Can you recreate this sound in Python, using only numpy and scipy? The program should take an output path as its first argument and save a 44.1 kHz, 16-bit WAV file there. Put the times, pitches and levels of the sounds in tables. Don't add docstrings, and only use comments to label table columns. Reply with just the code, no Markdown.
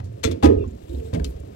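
import sys
import numpy as np
from scipy import signal
from scipy.fft import rfft, irfft, next_fast_len
from scipy.io import wavfile
from scipy.ndimage import map_coordinates

SR = 44100
rng = np.random.default_rng(int(sys.argv[2]) if len(sys.argv) > 2 else 0)


def voltage_ratio(level):
    return 10 ** (np.asarray(level, float) / 20)


def pcm_store(signal):
    levels = np.round(np.clip(np.atleast_2d(signal), -1, 1) * 32767)
    wavfile.write(sys.argv[1], SR, levels.astype(np.int16).T)


N = 68355

SWAY_DB = 1.3
SCATTER_DB = 1.5


def unit(x):
    return x / np.sqrt(np.mean(x ** 2) + 1e-20)


def along(hz, f, v):
    return np.interp(np.log(hz + 1), np.log(np.asarray(f) + 1), v)


def curve_gain(f, curve):
    return voltage_ratio(along(f, *np.transpose(curve)))


def filtered(x, response):
    m = next_fast_len(len(x) + 8192)
    return irfft(rfft(x, m) * response(np.fft.rfftfreq(m, 1 / SR)), m)[:len(x)]


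def wobble(rate, size=N):
    return map_coordinates(rng.standard_normal(20000), [np.arange(size) * rate / SR])


def add(out, s, x):
    part = out[max(round(s * SR), 0):][:len(x)]
    part += x[:len(part)]


def seconds(size):
    return np.arange(size) / SR


# t/s, f/Hz, level/dB, ringing length/s
PANEL_BOOMS = [(0.0, 106, -29.5, 0.013), (0.034, 94, -32.5, 0.058), (0.093, 109.8, -34.5, 0.071),
               (0.209, 84, -57, 0.062), (0.251, 83, -21.5, 0.015), (0.291, 88, -27, 0.073),
               (0.431, 78.4, -19.5, 0.059), (0.458, 80.7, -17.5, 0.032), (0.499, 92.1, -21.5, 0.096),
               (0.558, 63.5, -23.5, 0.1), (0.6, 76.6, -20, 0.014), (0.66, 83, -28.5, 0.028),
               (0.713, 63.3, -35, 0.049), (0.829, 69, -37.5, 0.0094), (0.894, 64, -29, 0.028),
               (0.94, 70, -25, 0.068), (1.039, 83, -34.5, 0.033), (1.077, 79, -41, 0.033),
               (1.132, 108.6, -17, 0.0087), (1.172, 76, -27, 0.012), (1.202, 65.9, -22, 0.061),
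               (1.24, 60, -25.5, 0.077), (1.351, 63, -34, 0.014), (1.4, 70, -34, 0.042)]
BOOM_ATTACK_S, FREE_T60_S, DAMPED_T60_S = 0.003, 0.47, 0.05
BOOM_SAG = 0.022


def floor_panels():
    out, t = np.zeros(N), seconds(SR // 2)
    swell = 1 - np.exp(-t / BOOM_ATTACK_S)
    for s, hz, db, length in PANEL_BOOMS:
        phase = 2 * np.pi * hz * (t + BOOM_SAG * 0.016 * (1 - np.exp(-t / 0.0067)))
        fall_db = 60 * t / FREE_T60_S + 60 * np.maximum(t - length, 0) / DAMPED_T60_S
        level = db + 7.5 - fall_db + SWAY_DB * wobble(40, size=len(t))
        add(out, s, voltage_ratio(level) * swell * np.sin(phase))
    return out


# t/s, level/dB, favoured f/Hz, t60/s
HULL_BLOWS = [(0.0, -32.5, 180, 0.058), (.428, -17.5, 804, 0.046), (0.434, -30, 974, 0.12),
              (0.434, -30, 1250, 0.2), (.27, -44, 898, 0.13), (0.238, -20.5, 451.2, 0.057),
              (0.249, -14.5, 259, 0.032), (.268, -27.5, 514, 0.068), (0.274, -19, 340, 0.05),
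              (.305, -38, 338, 0.041), (.31, -33.5, 204, 0.11), (.325, -45.5, 460.4, 0.11),
              (.35, -49.5, 367, .2), (.37, -29, 278, 0.05), (.428, -16, 381.5, 0.062),
              (.432, -15, 240.5, 0.054), (0.441, -4, 312.5, 0.054), (.44, -29.5, 546.7, 0.12),
              (.463, -11, 387.7, 0.075), (.468, -16, 225.6, 0.05), (.486, -18.5, 411.7, 0.062),
              (.49, -26.5, 324, 0.1), (.505, -16.5, 395.3, 0.05), (.52, -30, 296, .15),
              (0.539, -22.5, 224.4, 0.047), (0.579, -31, 281.8, 0.18), (.57, -29.5, 408, 0.15),
              (0.618, -36, 366, 0.11), (0.666, -32.5, 221.6, 0.1), (0.894, -33.5, 343, 0.11),
              (.9, -41, 519, 0.083), (.93, -40.5, 263.7, 0.34), (0.946, -27.5, 367, 0.052),
              (.95, -40, 499.4, 0.053), (0.983, -43.5, 451, 0.21), (1.03, -51, 449.3, 0.12),
              (1.131, -11, 156, 0.066), (1.131, -30, 284.3, 0.181), (1.131, -30.5, 440, 0.036),
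              (1.145, -32.5, 571, 0.047), (1.165, -29.5, 408, 0.067), (1.172, -34.5, 686, 0.033),
              (1.176, -33, 210, 0.078), (1.198, -36, 279, 0.22), (1.215, -36.5, 422.5, 0.1),
              (1.268, -39.5, 393.3, 0.097), (1.33, -50.5, 420, 0.22), (1.432, -41, 288, 0.059),
              (1.44, -47.5, 407, 0.25)]
# f/Hz, level/dB
HULL_MODES = [(155, 0), (205, -2), (239, 0), (305, -1), (345, 0), (397, 1), (436, -1), (468, -3), (552, -6),
              (625, -9), (808, -9), (978, -11), (1100, -11), (1330, -13)]
SPREAD_DB_OCT, NEIGHBOURS_DB = 18, -5.5
RING_ATTACK_S, DETUNE = 0.0051, 0.008
FADE = 0.24


def hull():
    out, t = np.zeros(N), seconds(SR // 2)
    hz, level = np.transpose(HULL_MODES)[:, :, None]
    chance = rng.standard_normal((60, 2, len(HULL_MODES), 1))
    for (s, db, centre_hz, t60), (size, tune) in zip(HULL_BLOWS, chance):
        fall_db = 60 * t / t60 * (hz / 400) ** FADE
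        off_db = SPREAD_DB_OCT * abs(np.log2(hz / centre_hz))
        gain = voltage_ratio(db + level + SCATTER_DB * size - off_db - fall_db)
        modes = (gain * np.sin(2 * np.pi * hz * (1 + DETUNE * tune) * t)).sum(0)
        favoured = voltage_ratio(db - 60 * t / t60) * np.sin(2 * np.pi * centre_hz * t)
        ring = voltage_ratio(NEIGHBOURS_DB) * modes + favoured
        add(out, s, ring * (1 - np.exp(-t / RING_ATTACK_S)))
    return out


# t/s, level/dB, contact length/s, t60/s, brightest f/Hz
CONTACTS = [(0.0, -47, 0.0045, 0.007, 900), (0.041, -61.5, 0.0076, 0.19, 6340),
            (0.2312, -36.5, 0.009, 0.085, 1920), (0.2365, -30, 0.012, 0.027, 2090),
            (0.239, -29.5, 0.0031, .02, 8600), (.255, -38.5, 0.0048, 0.12, 3880),
            (0.271, -49, 0.01, 0.064, 1500), (0.31, -45, 0.012, 0.056, 3730),
            (0.425, -33, 0.016, 0.04, 1100), (0.432, -34.5, 0.0021, 0.058, 2050),
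            (.441, -32.5, 0.0021, 0.086, 2500), (0.453, -30, 0.0055, 0.05, 2040),
            (0.468, -43.5, 0.0072, 0.028, 2500), (1.13, -46.5, 0.019, 0.13, 660),
            (1.136, -41.5, 0.0031, 0.038, 4020), (1.146, -42, .003, .05, 3030),
            (1.154, -69, 0.0023, 0.042, 2500), (1.196, -46, 0.004, 0.018, 1400),
            (1.243, -38.5, 0.0034, 0.056, 4900), (1.257, -62.5, 0.054, 0.086, 12600),
            (1.364, -52, 0.0011, 0.026, 610), (1.399, -60.5, 0.0062, 0.02, 9600),
            (1.434, -60.5, 0.0015, 0.016, 600)]
# f/Hz, t60 factor
CONTACT_DECAY = [(700, 0.92), (3000, 1.06), (12000, 0.62)]
BELOW_DB_OCT, ABOVE_DB_OCT, DULL_HZ = 10, 5, 8000
GRIT_DB = 1.5
AFTER_DB, AFTER_T60_S = -19.5, 0.2


def clatter():
    out, n = np.zeros(N), SR // 3
    for s, db, hold, t60, top_hz in CONTACTS:
        def colour(f):
            below_db = BELOW_DB_OCT * np.minimum(np.log2(f / top_hz + 0.0036), 0)
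            above_db = ABOVE_DB_OCT * np.maximum(np.log2(f / top_hz + 0.0037), 0)
            return voltage_ratio(below_db - above_db) / (1 + (f / DULL_HZ) ** 2)

        grit = rng.standard_normal(n) * voltage_ratio(GRIT_DB * wobble(330.0, size=n))
        raw = unit(filtered(grit, colour))
        hz, t, z = signal.stft(raw, SR, nperseg=128, noverlap=112)
        late = np.maximum(t - hold, 0) / along(hz, *np.transpose(CONTACT_DECAY))[:, None]
        decay = voltage_ratio(-60 * late / t60) + voltage_ratio(AFTER_DB - 60 * late / AFTER_T60_S)
        x = signal.istft(z * decay, SR, nperseg=128, noverlap=112)[1]
        add(out, s, voltage_ratio(db) * x[:n] * np.minimum(seconds(n) / 0.0012, 1))
    return out


# f/Hz, level/dB
PLATE_COLOUR = [(100, -30), (170, 0), (480, 0), (750, -8), (1500, -12), (4000, -22)]


def plating(x):
    fall = voltage_ratio(-60 * seconds(N) / 0.3)
    tail = filtered(rng.standard_normal(N), lambda f: curve_gain(f, PLATE_COLOUR)) * fall
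    return x + voltage_ratio(-7) * signal.fftconvolve(x, tail / np.linalg.norm(tail))[:N]


# f/Hz, density level/dB
WATER_COLOUR = [(25, -20), (86, 8), (170, -4), (450, -10), (870, -32), (1620, -33.5), (6000, -42),
                (13000, -74)]


def river():
    water = unit(filtered(rng.standard_normal(N), lambda f: curve_gain(f, WATER_COLOUR)))
    return water * voltage_ratio(-42 + SWAY_DB * wobble(12.06))


# t/s, level/dB
CLOTH_RUB = [
    (0, -71.5),
    (0.201, -65.5),
    (0.401, -72),
    (.78, -65),
    (.81, -64),
    (.95, -57),
    (1.07, -58),
    (1.11, -60.5),
    (1.271, -64.5),
    (1.55, -65),
]
# f/Hz, density level/dB
CLOTH_COLOUR = [(900, -2.5), (1500, -8), (3000, -4.5), (5500, -11.5), (11000, -19.5), (16000, -16)]
# f/Hz, level/dB
WEAVE_PEAKS = [(3900, 1), (7500, 7.5), (9000, 4.5), (12000, 7)]


def bumps(f, peaks, q):
    return sum(db / (1 + (2 * q * (f / hz - 1)) ** 2) for hz, db in peaks)


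def rain_cloth():
    s, db = np.transpose(CLOTH_RUB)
    rub = rng.standard_normal(N) * voltage_ratio(1.6 * wobble(190))
    rub = unit(filtered(rub, lambda f: curve_gain(f, CLOTH_COLOUR) * voltage_ratio(bumps(f, WEAVE_PEAKS, 5.5))))
    return rub * voltage_ratio(np.interp(seconds(N), s, db) + SWAY_DB * wobble(45.0))


# f/Hz, level/dB, t60/s
HANDLE_MODES = [(1115, -1, 0.06), (1360, -5, 0.072), (1897, -11, 0.068), (2381, -3, 0.054),
                (2650, -16, 0.079), (3480, 0, 0.13), (3735, 4.5, 0.044), (4167, -3, .08), (5168, -6, .08),
                (5654, -7, .07), (6530, 0.5, .06), (7760, -4, 0.049)]
# t/s, level/dB
HANDLE_KNOCKS = [
    (.2325, -45),
    (.237, -32),
    (.242, -33),
    (.249, -40),
    (.312, -52),
    (.43, -43),
    (.441, -43),
]
# f/Hz, level/dB, t60/s
BUCKLE_MODES = [(1250, -12, .08), (2676, -1, .045), (3090, 0, .05), (3601, -5, .05), (4005, -7, .06),
                (4210, -5, .08), (4748, -9, .05), (5329, -5, .06), (6465, -4, .035)]
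# t/s, level/dB
BUCKLE_KNOCKS = [
    (1.137, -55),
    (1.244, -44),
    (1.247, -45),
]
CHATTER_DB = 4


def fittings():
    out, t = np.zeros(N), seconds(SR // 5)
    for modes, hits in ((HANDLE_MODES, HANDLE_KNOCKS), (BUCKLE_MODES, BUCKLE_KNOCKS)):
        hz, level, t60 = np.transpose(modes)[:, :, None]
        chance = rng.standard_normal((12, 2, len(modes), 1))
        for (s, db), (size, turn) in zip(hits, chance):
            gain = voltage_ratio(db + level + SCATTER_DB * size - 60 * t / t60)
            ring = gain * np.sin(2 * np.pi * hz * t + 2 * turn)
            add(out, s, ring.sum(0) * np.minimum(t / 0.0011, 1))
    return out * voltage_ratio(CHATTER_DB * wobble(450))


# t/s, f/Hz, level/dB
SQUEAK_GLIDE = [
    (0.583, 2780, -67.5),
    (0.596, 2764, -53),
    (0.623, 2717, -54),
    (.645, 2584, -56),
    (0.653, 2680, -58),
]
# multiple of the pitch, level/dB
SQUEAK_PARTIALS = [(.34, -6), (.9, -5), (1.0, -1), (1.3, -12)]


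def sole():
    s, hz, db = np.transpose(SQUEAK_GLIDE)
    t = seconds(N)
    turns = np.cumsum(np.interp(t, s, hz) * (1 + 0.004 * wobble(150))) / SR
    tone = np.zeros(N)
    for multiple, level in SQUEAK_PARTIALS:
        tone += voltage_ratio(level - 3 + 6 * wobble(150)) * np.cos(2 * np.pi * multiple * turns)
    return tone * voltage_ratio(np.interp(t, s, db, -120, -120))


# t/s, level/dB, f/Hz, t60/s
SMALL_TICKS = [
    (.641, -53, 1068, 0.089),
    (.676, -62.5, 7180, 0.073),
    (.707, -62, 7130, 0.041),
    (.894, -59, 3790, 0.12),
    (0.946, -55, 3960, .05),
    (0.999, -53.5, 2696, 0.051),
    (1.056, -60, 3760, 0.099),
    (1.059, -65.5, 7950, 0.21),
    (1.155, -46.5, 2120, 0.037),
]
TICK_Q, TICK_SKIRT, PUFF = 5, 0.4, 1.1


def ticks():
    out, t = np.zeros(N), seconds(SR // 8)
    for s, db, hz, t60 in SMALL_TICKS:
        puff = filtered(rng.standard_normal(len(t)),
                        lambda f: 1 / (TICK_SKIRT + (TICK_Q * np.log2(f / hz + 1e-3)) ** 2))
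        body = PUFF * unit(puff) + np.sin(2 * np.pi * hz * t)
        add(out, s, voltage_ratio(db + 0.5 - 60 * t / t60) * body * np.minimum(t / 0.00051, 1))
    return out


# f/Hz, level/dB, phase/rad
PORT_DIFFERENCE = [(60, 1.8, -.15), (215, 5.5, -.2), (300, 14, -.9), (390, 8, -2.2), (560, .6, -2.6),
                   (1000, -11, -3.1), (1300, -12.5, -4.4), (3900, -17, -4.8), (13000, -32, -4.8)]
# f/Hz, level/dB
STRAY_COLOUR = [(60, -21), (300, -17.5), (900, 0), (2000, -18), (12000, -31.5)]


def two_ports(near):
    scatter = rng.standard_normal(400).cumsum()

    def scattered(f):
        return curve_gain(f, STRAY_COLOUR) * np.exp(1j * np.interp(f / 60, np.arange(400), scatter))

    stray = filtered(near, scattered) * wobble(25)
    hz, db, turn = np.transpose(PORT_DIFFERENCE)
    left = filtered(near, lambda f: 2 / (1 + voltage_ratio(along(f, hz, db)) * np.exp(1j * along(f, hz, turn))))
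    return np.array([left + stray, 2 * near - left - stray])


def scene():
    near = floor_panels() + plating(hull() + clatter())
    near = near + fittings() + ticks() + sole()
    near = near + river() + rain_cloth()
    near = filtered(near, lambda f: (1j * f / (30 + 1j * f)) ** 2)
    return two_ports(near)


def band_limit(x):
    return signal.sosfilt(signal.butter(12, 16320, fs=SR, output="sos"), x)


def record(dry):
    rounded = [x / (1 + abs(x / 1.25) ** 3) ** (1 / 3) for x in dry]
    mix = np.array([filtered(x, lambda f: f < 15900) for x in rounded])
    return band_limit(mix)


dry = scene()
out = record(dry)
pcm_store(out)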